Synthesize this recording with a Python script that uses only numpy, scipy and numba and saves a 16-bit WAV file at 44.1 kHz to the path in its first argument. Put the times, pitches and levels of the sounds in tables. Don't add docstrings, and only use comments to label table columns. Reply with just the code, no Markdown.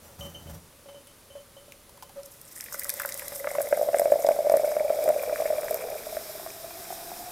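import sys
import numpy as np
from scipy import signal
from scipy.fft import rfft, irfft, next_fast_len
from scipy.io import wavfile
from scipy.ndimage import uniform_filter1d, map_coordinates
from numba import njit

SR = 44100
rng = np.random.default_rng(int(sys.argv[2]) if len(sys.argv) > 2 else 0)


def dump_mix(stems):
    frames = np.atleast_2d(stems).T
    limited = np.clip(frames, -1, 1)
    pcm = np.round(limited * 32767).astype(np.int16)
    wavfile.write(sys.argv[1], SR, pcm)


def volts_from_db(level):
    exponent = np.asarray(level, float) / 20
    return 10 ** exponent


N = 322371

# f/Hz, relative level/dB
SELF_SPECTRUM = [(12, -32), (20, 4), (349, 1), (646, -3), (10600, -10), (14900, -6), (16200, -5.5)]
# f/Hz, relative level/dB
HUSH_SPECTRUM = [(12, -48), (20, 1), (127, 0.5), (358, -5), (561, -0.5), (683, -9), (956, -9), (1160, -7.5),
                 (1720, -12.5), (8270, -15), (9510, -10.5), (14900, -17.5), (16200, -28)]
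SELF_RMS_DB, HUSH_RMS_DB = -65.5, -54.5
TOP_HZ = 15900

# t/s, hold/s, table rumble level/dB, scrape level/dB
SHOVES = [(.01, 0.11, -57, -55), (0.176, 0.072, -43, -48.5), (.3, 0.12, -50.5, -54),
          (0.446, .075, -42.5, -49.5)]
SHOVE_ATTACK_S, SHOVE_T60_S = 0.019, 0.31
# f/Hz, relative level/dB
TABLE_MODES = [(81, 1), (122, -6), (163, -3.5)]
# f/Hz, width/Hz, relative level/dB
SCRAPE_MODES = [(690, 390, 10), (1320, 300, -7), (5760, 72, 5), (6340, 76, -1), (7240, 90, 0),
                (8240, 78, -10), (12300, 330, 1), (9000, 24000, -6)]
# t/s, air level/dB, glass level/dB
TAPS = [(.09, -52, -65), (.207, -44, -39.5), (.248, -48, -49), (0.346, -48.5, -41), (.47, -50, -57),
        (0.858, -46.5, -66), (.885, -44, -55), (.945, -44.5, -54), (1.068, -66, -58), (1.302, -49, -53),
        (1.353, -40, -69), (1.378, -59, -58), (1.566, -45, -53.5), (1.681, -51, -66), (1.944, -54, -80),
        (2.039, -54, -61)]
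AIR_T60_S, GLASS_T60_S = 0.23, 0.27
# f/Hz, relative level/dB
GLASS_MODES = [(3060, 3), (2895, -8.5), (6200, -12)]
# t/s, peak level of the ping/dB, centre f/Hz
TICKS = [(0.207, -40.5, 3060), (0.474, -56, 743), (1.071, -43, 9450), (1.721, -37.5, 2350),
         (1.893, -47, 940), (1.974, -48, 940), (2.024, -37.5, 950), (2.029, -37, 900), (2.093, -46, 867)]
# t/s, length/s, level at the crest/dB
HUMS = [(2.156, 0.064, -37), (2.225, 0.068, -50)]

# t/s, first mode f/Hz, second mode f/Hz
AIR_MODES = [(0, 565, 1900), (3.3, 558.8, 2020), (4.2, 576.2, 2200), (5.1, 609.4, 2360), (6.2, 619.6, 2360),
             (7.31, 716, 2570)]
NECK_HZ = 2520
# t/s, small bubbles level/dB, patter level/dB
POUR = [(2.3, -72, -84), (2.58, -70, -66), (2.77, -55.5, -56.5), (3.02, -46.5, -49.5), (3.3, -51, -54),
        (3.42, -42.5, -55.5), (3.5, -36.5, -47.5), (3.62, -32.5, -56.5), (4.52, -30.5, -51),
        (4.8, -31, -50), (5.42, -36.5, -43.5), (5.9, -36, -46.5), (6.2, -48.5, -54), (7.31, -44, -53.5)]
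# t/s, peak level before the mouth's colour/dB, centre f/Hz
SPLATS = [(2.232, -36.5, 6640), (2.414, -29, 11400), (2.563, -31, 13000), (2.607, -22, 9200),
          (2.64, -23, 12400), (2.725, -22.5, 12800), (2.794, -15.5, 12900), (2.834, -18.5, 11000),
          (2.844, -15, 13100), (2.893, -13, 9600), (2.9, -14, 8000), (2.938, -20, 11800),
          (2.997, -17, 12000), (3.018, -18, 13900), (3.058, -17, 13800), (3.09, -17, 11900),
          (3.122, -22, 6340), (3.142, -18, 12100), (3.175, -22, 13500), (3.193, -20.5, 11900),
          (3.281, -20.5, 8800), (3.514, -23, 12000), (3.616, -19.5, 13500), (3.687, -24, 11700),
          (3.769, -25, 12200), (3.967, -22, 13700), (3.995, -12.5, 11700), (4.241, -28, 12100),
          (4.265, -25, 5030), (4.287, -23.5, 9660), (4.497, -21, 7100), (4.568, -18.5, 12300),
          (5.039, -22.5, 10000), (5.088, -21, 9860), (5.611, -24, 12300), (5.644, -25, 9600),
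          (5.708, -20, 12300), (5.743, -15.5, 12100), (5.9, -26, 12400)]
# t/s, peak level/dB, centre f/Hz
KNOCKS = [(2.563, -41.5, 1950), (2.601, -34, 2030), (2.626, -39, 1950), (2.66, -38, 1950),
          (2.684, -34.5, 1900), (2.722, -33.5, 1350), (2.744, -26, 1340), (2.816, -33, 1940),
          (2.852, -31, 1420), (2.895, -28.5, 1980), (2.999, -21.5, 1560), (3.005, -28, 1480),
          (3.016, -29, 1500), (3.049, -22.5, 1300), (3.091, -29.5, 1960), (3.195, -29.5, 2060)]
# t/s, hiss level before the mouth's colour/dB
FIZZ = [(2.1, -69), (2.3, -62), (2.77, -47.5), (3.05, -46), (5.5, -42.5), (6.2, -43.5), (7.31, -42)]
# f/Hz, gain/dB
MOUTH_COLOUR = [(1530, -2.5), (2600, -7.5), (2980, -12), (3150, -7), (3810, -1.5), (4340, -7.5),
                (5180, 1.5), (6270, -5.5), (8990, -2), (10800, -4.5), (11800, 0), (12500, 2), (13700, -3),
                (15100, -2), (16200, -24)]
SPIT_DB, SPIT_FROM_S, SPIT_FALL_DB_PER_S = 3.5, 2.7, 4

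# t/s, level of the damped sine/dB, f/Hz, plop level over the bubble/dB
GLUGS = [(2.744, -32, 597, 4), (2.852, -38.5, 553, 6), (3.049, -24.5, 560, -1), (3.22, -32, 550, 5),
         (3.32, -30.5, 567, -1.5), (3.443, -23.5, 564, 1), (3.471, -16, 596, -2.5), (3.514, -23, 647, -10),
         (3.551, -21, 552, 1), (3.584, -12.5, 620, -10.5), (3.604, -12.5, 630, -12.5),
         (3.726, -6, 600, -11.5), (3.774, -13.5, 646, -13), (3.794, -14.5, 580, -32),
         (3.813, -10, 620, -34), (3.828, -12.5, 596, -30), (3.862, -20, 595, -26), (3.887, -9.5, 620, -20),
         (3.93, -19, 600, -13), (3.944, -6, 643, -12), (3.969, -13.5, 590, -14), (3.996, -7.5, 627, -15),
         (4.017, -8.5, 638, -22), (4.056, -7, 613, -17), (4.079, -14.5, 590, -24), (4.1, -18, 554, -18),
         (4.12, -2.5, 610, -26), (4.137, -13, 588, -20), (4.156, -10.5, 615, -37), (4.191, -16.5, 623, -31),
         (4.246, -6.5, 625, -25), (4.269, -11, 635, -16), (4.288, -3, 640, -19), (4.309, -8, 603, -26),
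         (4.363, -19, 606, -15), (4.389, -10, 620, -30), (4.404, -15, 610, -26), (4.447, -18, 620, -30),
         (4.469, -9, 590, -29), (4.497, -7.5, 626, -16), (4.518, -7, 616, -29), (4.539, -3.5, 610, -24),
         (4.553, -9.5, 555, -21), (4.571, -10.5, 547, -13), (4.596, -12, 610, -28), (4.634, -13, 570, -23),
         (4.644, -15, 596, -16), (4.675, -14.5, 606, -19), (4.716, -19, 590, -10), (4.766, -10, 610, -16),
         (4.805, -11.5, 613, -29), (4.847, -16.5, 607, -31), (4.902, -8, 590, -26), (4.988, -14, 594, -22),
         (5.04, -18, 573, -26), (5.058, -12.5, 624, -22), (5.077, -7.5, 573, -19), (5.09, -7.5, 587, -17),
         (5.102, -8, 635, -23), (5.161, -15.5, 590, -25), (5.233, -19, 595, -14), (5.295, -18.5, 590, -9),
         (5.311, -20, 620, -25), (5.326, -13, 580, -29), (5.401, -13, 604, -34), (5.42, -13, 636, -17),
         (5.455, -12, 580, -14), (5.503, -12, 620, -28), (5.529, -18.5, 600, -19), (5.583, -18, 607, -22),
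         (5.632, -20.5, 515, -7.5), (5.709, -12.5, 614, -24), (5.743, -19, 610, -20),
         (5.839, -21, 610, -14), (5.885, -23.5, 655, -9), (6.067, -23, 614, -15), (6.125, -23.5, 654, -19),
         (6.168, -16, 606, -10), (6.351, -26.5, 620, -37), (6.397, -32, 666, -5), (6.462, -24.5, 680, -6),
         (6.642, -29, 618, -15), (6.708, -35, 650, 1), (6.904, -23, 730, -17), (6.925, -24.5, 736, -14),
         (7.116, -24.5, 740, -18)]
# t/s, f/Hz, level over the small bubbles/dB
CLOUD = [(3.3, 594, -40), (5, 522, 0), (5.8, 441.5, -3.5), (6.4, 361, -8.5), (7.31, 305, -12.5)]
MIDDLING_DB, MIDDLING_SCATTER_DB, MIDDLING_SPREAD = 4.5, 2.5, 0.09
DEEPEST_HZ = 233


def unit(x):
    return x / np.sqrt(np.mean(x ** 2) + 1e-20)


def curves(rows, outside=None):
    times, *columns = np.transpose(rows)
    return [np.interp(np.arange(N) / SR, times, c, outside, outside) for c in columns]


def wobble(rate):
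    knots = rng.standard_normal(int(N * rate / SR) + 4)
    return map_coordinates(knots, [np.arange(N) * rate / SR])


def tone(hz, wander):
    phase = np.cumsum(2 * np.pi * hz / SR)
    return np.sqrt(2) * np.sin(phase + wander * wobble(40.04))


def filtered(x, response):
    size = next_fast_len(N + 8192)
    return irfft(rfft(x, size) * response(np.fft.rfftfreq(size, 1 / SR)), size)[:N]


def coloured(x, points):
    f, db = np.transpose(points)
    return filtered(x, lambda hz: volts_from_db(np.interp(np.log(hz + 1), np.log(f + 1), db)))


def ringing(x, modes):
    def response(f):
        return sum(volts_from_db(db) * 1j * f * w / (c * c - f * f + 1j * f * w) for c, w, db in modes)
    return filtered(x, response)


@njit
def resonate(x, turn, keep):
    out, state = np.zeros(len(x)), 0j
    for i in range(len(x)):
        state = state * keep * np.exp(1j * turn[i]) + (1 - keep) * x[i]
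        out[i] = 2 * state.real
    return out


def column(x, hz, width_hz):
    return resonate(x, 2 * np.pi * hz / SR, np.exp(-np.pi * width_hz / SR))


def under_rim(x):
    return filtered(x, lambda hz: 1 / (1 + (hz / NECK_HZ) ** 8))


def bubbles(s, hz, size, cycles, rise, attack):
    u = np.arange(int(4 * cycles * SR / np.min(hz))) / SR * hz[:, None]
    wave = np.sin(2 * np.pi * u * (1 + rise * u / cycles))
    wave = wave * np.exp(-u / cycles) * (1 - np.exp(-u / attack))
    at = np.round(s * SR).astype(int)[:, None] + np.arange(u.shape[1])
    return np.bincount(at.ravel(), (size[:, None] * wave).ravel(), N + SR)[:N]


def swarm(hz, count, spread, tail_db, cycles, attack):
    draw = rng.random((count, 2))
    s = draw[:, 0] * (N - 1) / SR
    detune = np.exp(spread * np.clip(rng.standard_normal(count), -2, 2))
    pitch = hz[(s * SR).astype(int)] * detune
    size = volts_from_db(-tail_db * np.log(draw[:, 1] + 1 / count))
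    return unit(bubbles(s, pitch, size, cycles, 0.06, attack))


def bursts(rows, t60, width, attack):
    out, t = np.zeros(N + SR), np.arange(SR // 20) / SR
    for s, db, hz in rows:
        band = [hz / width, min(hz * width, 0.45 * SR)]
        ragged = np.repeat(volts_from_db(rng.normal(0, 4, len(t) // 35)), 35)
        envelope = ragged * volts_from_db(-60 * t / t60) * (1 - np.exp(-t / attack))
        push = rng.standard_normal(len(t)) * envelope
        puff = signal.sosfilt(signal.butter(2, band, "band", fs=SR, output="sos"), push)
        out[round(s * SR):][:len(t)] += volts_from_db(db) * puff / np.max(np.abs(puff))
    return out[:N]


def electronic_hiss():
    return volts_from_db(SELF_RMS_DB) * unit(coloured(rng.standard_normal(N), SELF_SPECTRUM))


def hush():
    return volts_from_db(HUSH_RMS_DB) * unit(coloured(rng.standard_normal(N), HUSH_SPECTRUM))


def kitchen(x):
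    t = np.arange(SR // 4) / SR
    tail = rng.standard_normal(len(t)) * volts_from_db(-60 * t / 0.25)
    delayed = np.pad(x, (250, 0))
    return signal.fftconvolve(delayed, tail / np.linalg.norm(tail))[:N]


def rubbing():
    return rng.standard_normal(N) * volts_from_db(2.8 * wobble(70.56))


def unsteady_modes(modes, wander):
    return sum(volts_from_db(db + 1.5 * wobble(35.3)) * tone(np.full(N, hz), wander) for hz, db in modes)


def shoves():
    t = np.arange(N) / SR

    def shape(s, hold):
        since_hold = np.clip(t - s - SHOVE_ATTACK_S - hold, 0, 2)
        return np.clip((t - s) / SHOVE_ATTACK_S, 0, 1) * volts_from_db(-60 * since_hold / SHOVE_T60_S)
    gains = [volts_from_db([[rumble_db], [scrape_db]]) * shape(s, hold) for s, hold, rumble_db, scrape_db in SHOVES]
    return np.max(gains, axis=0)


def handling():
    rumble_gain, scrape_gain = shoves()
    table = unsteady_modes(TABLE_MODES, wander=0.8) + ringing(rubbing(), [(204, 110, 18.2)])
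    rumble = rumble_gain * unit(table)
    rustle = scrape_gain * unit(ringing(rubbing(), SCRAPE_MODES))

    air, wall, t = np.zeros(N), np.zeros(N), np.arange(SR // 2) / SR
    for s, air_db, wall_db in TAPS:
        span = slice(round(s * SR), round(s * SR) + len(t))
        air[span] += volts_from_db(air_db - 60 * t / AIR_T60_S) * (1 - np.exp(-t / 0.00047))
        wall[span] += volts_from_db(wall_db - 60 * t / GLASS_T60_S) * (1 - np.exp(-t / 0.0021))
    for s, length, db in HUMS:
        air[round(s * SR):][:len(t)] += volts_from_db(db) * np.sin(np.pi * np.clip(t / length, 0, 1))
    hum = air * volts_from_db(1.4 * wobble(60)) * tone(curves(AIR_MODES)[0], wander=1.0)
    knock = volts_from_db(-16) * air * unit(ringing(rubbing(), [(804, 510, 0)]))
    ring = wall * unit(unsteady_modes(GLASS_MODES, wander=0.58))

    pings = bursts(TICKS, t60=0.04, width=1.14, attack=0.0003)
    snap_rows = [(s, db + 5.0, 5000) for s, db, _ in TICKS]
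    snaps = bursts(snap_rows, t60=0.028, width=3.4, attack=0.00031)
    return rumble + rustle + hum + knock + ring + pings + snaps


def patter(clumps):
    second_hz = curves(AIR_MODES)[1]
    drops = swarm(np.full(N, 1500.), count=2600, spread=0.47, tail_db=3.0, cycles=0.72, attack=0.53)
    drops = drops * volts_from_db(2.3 * clumps)
    drops = unit(under_rim(drops + volts_from_db(16.5) * column(drops, second_hz, width_hz=160)))
    third_fade = volts_from_db(-4 * np.arange(N) / SR + 8)
    drops = drops + volts_from_db(3.0) * unit(ringing(drops, [(3500, 97, 0)])) * third_fade
    return volts_from_db(curves(POUR, -120)[1]) * drops


def fizz(clumps):
    foam = unit(rng.standard_normal(N) * volts_from_db(0.52 * wobble(30) + wobble(8.8)))
    spit = swarm(np.full(N, 10000.), count=14000, spread=0.3, tail_db=2.6, cycles=4, attack=0.6)
    spit = unit(spit * volts_from_db(5.5 * clumps))
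    spit_db = SPIT_DB - SPIT_FALL_DB_PER_S * np.maximum(np.arange(N) / SR - SPIT_FROM_S, 0)
    return volts_from_db(curves(FIZZ, -120)[0]) * (foam + volts_from_db(spit_db) * spit)


def spray():
    clumps = wobble(70)
    knocks = bursts(KNOCKS, t60=0.012, width=1.195, attack=0.00033)
    splats = bursts(SPLATS, t60=0.013, width=1.61, attack=0.0008)
    high = volts_from_db(3) * coloured(fizz(clumps) + splats, MOUTH_COLOUR)
    return patter(clumps) + knocks + high


def big_bubbles(first_hz, small_db):
    s, db, hz, _ = np.transpose(GLUGS)
    at, luck = rng.integers(N, size=150), rng.standard_normal((150, 2))
    middling_hz = first_hz[at] * np.exp(MIDDLING_SPREAD * luck[:, 0])
    middling_db = small_db[at] + MIDDLING_DB + MIDDLING_SCATTER_DB * luck[:, 1]
    big = bubbles(np.r_[s, at / SR], np.r_[hz, middling_hz], volts_from_db(np.r_[db, middling_db]),
                  cycles=1.885, rise=0.0083, attack=0.96)
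    return big + volts_from_db(6.0) * column(big, first_hz, width_hz=65)


def small_bubbles(first_hz, small_db):
    cloud_hz, cloud_db = curves(CLOUD)
    small = swarm(first_hz, count=2500, spread=0.126, tail_db=2.5, cycles=2.9, attack=0.46)
    small = unit(small + volts_from_db(20.0) * column(small, first_hz, width_hz=35))
    deep = swarm(cloud_hz, count=1800, spread=0.051, tail_db=2.5, cycles=5.05, attack=1.0)
    both = small + volts_from_db(cloud_db) * deep
    return volts_from_db(small_db) * filtered(both, lambda f: 1 / (1 + (DEEPEST_HZ / (f + 1)) ** 4))


def glugs():
    first_hz, small_db = curves(AIR_MODES)[0], curves(POUR, -120)[0]
    throb = big_bubbles(first_hz, small_db) + small_bubbles(first_hz, small_db)
    plop_rows = [(s, db + plop_db, 1200) for s, db, _, plop_db in GLUGS]
    plops = bursts(plop_rows, t60=0.018, width=2.1, attack=0.0002)
    churn = unit(ringing(rng.standard_normal(N), [(1480, 1900, 0)]))
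    churn = uniform_filter1d(np.abs(throb), size=90) * churn
    return throb + under_rim(plops + volts_from_db(-28.5) * churn)


def scene():
    near = handling() + spray() + glugs()
    mono = near + volts_from_db(-12.5) * kitchen(near) + hush()
    return np.array([mono, mono])


def top_cut(x):
    return signal.sosfilt(signal.butter(12, 16990, fs=SR, output="sos"), x)


def record(dry):
    noisy = [x + electronic_hiss() for x in dry]
    pair = [filtered(x, lambda hz: hz < TOP_HZ) for x in noisy]
    return top_cut(np.array(pair))


dry = scene()
out = record(dry)
dump_mix(out)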